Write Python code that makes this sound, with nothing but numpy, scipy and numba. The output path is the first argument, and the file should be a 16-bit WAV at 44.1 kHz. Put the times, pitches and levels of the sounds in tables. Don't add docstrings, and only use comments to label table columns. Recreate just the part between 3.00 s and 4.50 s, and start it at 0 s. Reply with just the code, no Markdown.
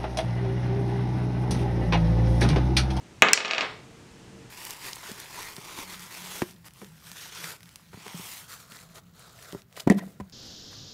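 import sys
import numpy as np
from scipy import signal
from scipy.fft import rfft, irfft
from scipy.io import wavfile
from scipy.ndimage import uniform_filter1d
from numba import njit

SR = 44100
rng = np.random.default_rng(int(sys.argv[2]) if len(sys.argv) > 2 else 0)


def transcribe(signal):
    frames = np.atleast_2d(signal).T
    limited = np.clip(frames, -1, 1)
    pcm = np.round(limited * 32767).astype(np.int16)
    wavfile.write(sys.argv[1], SR, pcm)


N = 66150

# frequency in Hz, relative noise density in dB.
RUMBLE_SPECTRUM = [(20, 0.5), (35, 0.5), (60, -3), (90, -2.5), (125, 1.5), (170, -4.5), (260, -5.5),
                   (350, -5.5), (480, -15), (650, -15), (1200, -19.5), (2700, -20.5), (3500, -24.5),
                   (7000, -26.5), (9300, -32), (11000, -39), (14500, -46), (16000, -56)]
# time in seconds, level in dB.
RUMBLE_LEVEL = [(0, -49.5), (.9, -48.5), (1.5, -47.5)]
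# frequency in Hz, level in dB, start and end in seconds.
HUMS = [(457.6, -59, 0.734, 1.5), (189, -52.5, 1.26, 1.42)]

# start in seconds, strength in dB, share passed to tabletop and room in dB.
LANDING = (0.2217, 14.4, 1.98)
# frequency in Hz, gain in dB.
LANDING_COLOUR = [(70, 0), (130, 5.5), (300, 4.5), (630, 1), (1500, 4), (2600, 1), (3800, -0.5),
                  (4900, -11), (6300, 1), (7500, 3.5), (8700, -4.5)]
# start in seconds, strength in dB, tilt in dB per octave,
# share passed to tabletop and room in dB.
TAPS = [(0.2857, 3, 0, 1), (0.3754, 2, 0.5, 1.5), (0.4036, -8, -0.5, 10), (0.4482, -3, -1, 4),
        (0.454, -17, 3.5, 15), (0.48, -12, 1.5, 5), (0.5038, -18.5, 0, 2), (0.5101, -2.5, 1.5, 0.5),
        (0.5344, -6, 0.5, -2.5), (0.5479, -12.5, -1, 1), (0.5810, -9.5, 0, 3), (0.6088, -12, 1, -1.5),
        (0.6171, -22.5, -0.5, 7), (0.628, -28.5, -4.5, -1.5)]
# frequency in Hz, relative level in dB.
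KNOCK_SPECTRUM = [(60, -35), (200, -23), (600, -8.5), (1300, -3.5), (1800, -24.5), (2250, 4), (2850, 3),
                  (3800, -14), (4700, -6.5), (6200, -24), (8000, -32.5), (10000, -43.5), (16000, -53.5)]

# frequency in Hz, relative level in dB, seconds to fade by 60 dB.
TABLE_MODES = [(425.7, -6.5, 0.61), (521, -0.5, 0.23), (625, 8, 0.067), (802, -8.5, 0.2),
               (1076.4, -6.5, 0.46), (1200, -1, 0.14), (1228, -2, 0.33), (1485, -15, 0.1),
               (1474, -2.5, 0.14), (1653, 3.5, .2), (1728, 2, 0.19), (2077, 0.5, .27), (2160, 0.5, .22),
               (2234, 0.5, 0.44), (2400, -3, 0.13), (2557, -4, 0.42), (2585, 0, 0.31), (2935, -2, 0.093),
               (2980, -0.5, .23)]
BOARD_FLUTTER = [(60, -33, .06), (190, -5, 0.069), (614, -4, 0.084), (1560, 1, .05), (2700, 1.5, 0.027),
                 (4000, -2, 0.022), (5140, -9.5, .03), (6900, -12, .03), (9300, -45.5, 0.017),
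                 (16000, -60, .02)]
TABLE_ROOM = [(60, -43, .5), (150, -10, 0.36), (400, -3, 0.55), (930, 1, 0.49), (1600, -0.5, 0.45),
              (2680, -2, 0.41), (3800, -5, .42), (4960, -15, 0.45), (7000, -19, 0.2), (8500, -30.5, 0.38),
              (11000, -51.5, .2), (16070, -55, .2)]
CASE_MODES = [(634, -34, .04), (1620, -12, 0.024), (2005, -22, 0.12), (2360, -15, .04), (2680, -6.5, 0.018),
              (4320, -23, 0.072), (5250, -3.5, 0.019), (6170, 8, 0.0028), (6900, 0.5, 0.008),
              (7870, 1.5, .012), (9070, -15.5, 0.016)]
CASE_CRACK = [(100, -31, .03), (600, -10, 0.034), (2600, -9, 0.031), (3700, -16.5, .02), (5230, -2, .014),
              (8000, -0.5, 0.0091), (10040, -20.5, 0.0077), (15990, -49, 0.0095)]
CASE_ROOM = [(100, -26.5, .3), (1490, -2.5, 0.2), (3470, 0.5, 0.64), (5210, 2.5, 0.39), (7500, -1.5, 0.185),
             (9500, -16.5, 0.34), (12000, -28, 0.16), (16000, -40.5, .1)]

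# start in seconds, strength in dB.
CASE_CLICKS = [(0.3328, 8.5), (0.3335, -7.5), (0.3567, -23)]

ROOM_ONSET_S = 0.0021


def undb(db):
    return 10 ** (np.asarray(db) / 20)


def clock():
    return np.arange(N) / SR


def per_bin(table, column=1):
    table = np.array(table, float)
    bin_hz = np.arange(N // 2 + 1) * SR / N
    return np.interp(np.log(bin_hz + 1e-9), np.log(table[:, 0]), table[:, column])


def unit_energy(x):
    return x / np.sqrt(np.sum(x ** 2))


def through(x, response):
    return signal.fftconvolve(x, response)[:N]


def at(x, start_s):
    return np.concatenate([np.zeros(int(start_s * SR)), x])[:N]


def low_cut(x, hz):
    return signal.sosfilt(signal.butter(2, hz, "high", fs=SR, output="sos"), x)


def drift(per_s):
    width = int(SR / per_s)
    steps = np.repeat(rng.standard_normal(64), width)
    return uniform_filter1d(uniform_filter1d(steps, width), width)[:N]


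def room_tone(waver_depth=0.39, waver_per_s=8.94, fade_s=0.063):
    t = clock()
    noise = irfft(rfft(rng.standard_normal(N)) * undb(per_bin(RUMBLE_SPECTRUM)), N)
    level_db = np.interp(t, *np.array(RUMBLE_LEVEL).T)
    out = noise / noise.std() * undb(level_db)
    for hz, db, start, end in HUMS:
        gate = np.clip(np.minimum(t - start, end - t) / fade_s + .5, 0, 1)
        swell = gate * (1 + waver_depth * drift(waver_per_s))
        tone = np.sqrt(2) * np.sin(2 * np.pi * hz * t + drift(waver_per_s))
        out += undb(db) * swell * tone
    return out


def pulse(spectrum_db):
    cepstrum = irfft(spectrum_db * np.log(10) / 20, N)
    cepstrum[1:N // 2] *= 2
    cepstrum[N // 2 + 1:] = 0
    return irfft(np.exp(rfft(cepstrum)), N)


def ring(modes):
    t, out = clock(), 0
    for k, (hz, db, t60) in enumerate(modes):
        fade = np.exp(-np.log(1000) * t / t60)
        out += (-1) ** k * undb(db) * np.sin(2 * np.pi * hz * t) * fade
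    return out


def diffuse(table, onset_s):
    t, noise, out = clock(), rfft(rng.standard_normal(N)), 0
    gain, t60 = undb(per_bin(table)), per_bin(table, column=2)
    build_up = 1 - np.exp(-(t / onset_s) ** 2)
    edges = np.geomspace(N // 1000, N // 2, 24).astype(int)
    for lo, hi in zip(edges, edges[1:]):
        band = np.zeros_like(noise)
        band[lo:hi] = noise[lo:hi] * gain[lo:hi]
        fade = np.exp(-np.log(1000) * t / t60[(lo + hi) // 2])
        out += unit_energy(irfft(band, N) * build_up * fade) * np.linalg.norm(gain[lo:hi])
    return unit_energy(out)


def die_on_table(wood_band_hz=(96, 9210)):
    landing_s, landing_db, landing_share_db = LANDING
    blows = undb(landing_db) * at(pulse(per_bin(LANDING_COLOUR)), landing_s)
    passed_on = blows * undb(landing_share_db)
    octaves = per_bin([(300, -3), (9600, 2)])
    for start, db, tilt, share_db in TAPS:
        tap = undb(db) * at(pulse(tilt * octaves), start)
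        blows += tap
        passed_on += tap * undb(share_db)
    knock = -undb(15.5) * unit_energy(pulse(per_bin(KNOCK_SPECTRUM)))
    tabletop = undb(-28.5) * ring(TABLE_MODES)
    flutter = undb(10) * diffuse(BOARD_FLUTTER, onset_s=0.00055)
    room = undb(9.5) * diffuse(TABLE_ROOM, ROOM_ONSET_S)
    ringing = through(passed_on, tabletop + flutter + room)
    radiation = signal.butter(4, wood_band_hz, "band", fs=SR, output="sos")
    return signal.sosfilt(radiation, through(blows, knock) + ringing)


def die_on_case():
    ringing = undb(6.5) * ring(CASE_MODES)
    crack = undb(15) * diffuse(CASE_CRACK, onset_s=0.00048)
    room = undb(12) * diffuse(CASE_ROOM, ROOM_ONSET_S)
    click = ringing + crack + room
    return low_cut(sum(undb(db) * at(click, start) for start, db in CASE_CLICKS), hz=350)


@njit
def gain_control(x, threshold, attack_s, hold_s, release_s):
    gain, level, wait = np.empty(len(x)), threshold, 0.
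    for i in range(len(x)):
        if abs(x[i]) > level:
            level += (abs(x[i]) - level) / (attack_s * SR)
            wait = hold_s * SR
        elif wait > 0:
            wait -= 1
        else:
            level = max(threshold, level * (1 - 1 / (release_s * SR)))
        gain[i] = threshold / level
    return gain


def scene():
    return (die_on_table() + die_on_case() + room_tone())[None]


def record(dry):
    microphone = dry[0]
    gain = gain_control(microphone, float(undb(-4)), attack_s=0.0012, hold_s=0.12, release_s=0.089)
    clipped = np.clip(microphone * gain, -1, 1)
    top_cut = signal.ellip(8, .1, 70, 16200, fs=SR, output="sos")
    return signal.sosfilt(top_cut, low_cut(clipped, hz=67))


dry = scene()
out = record(dry)
transcribe(out)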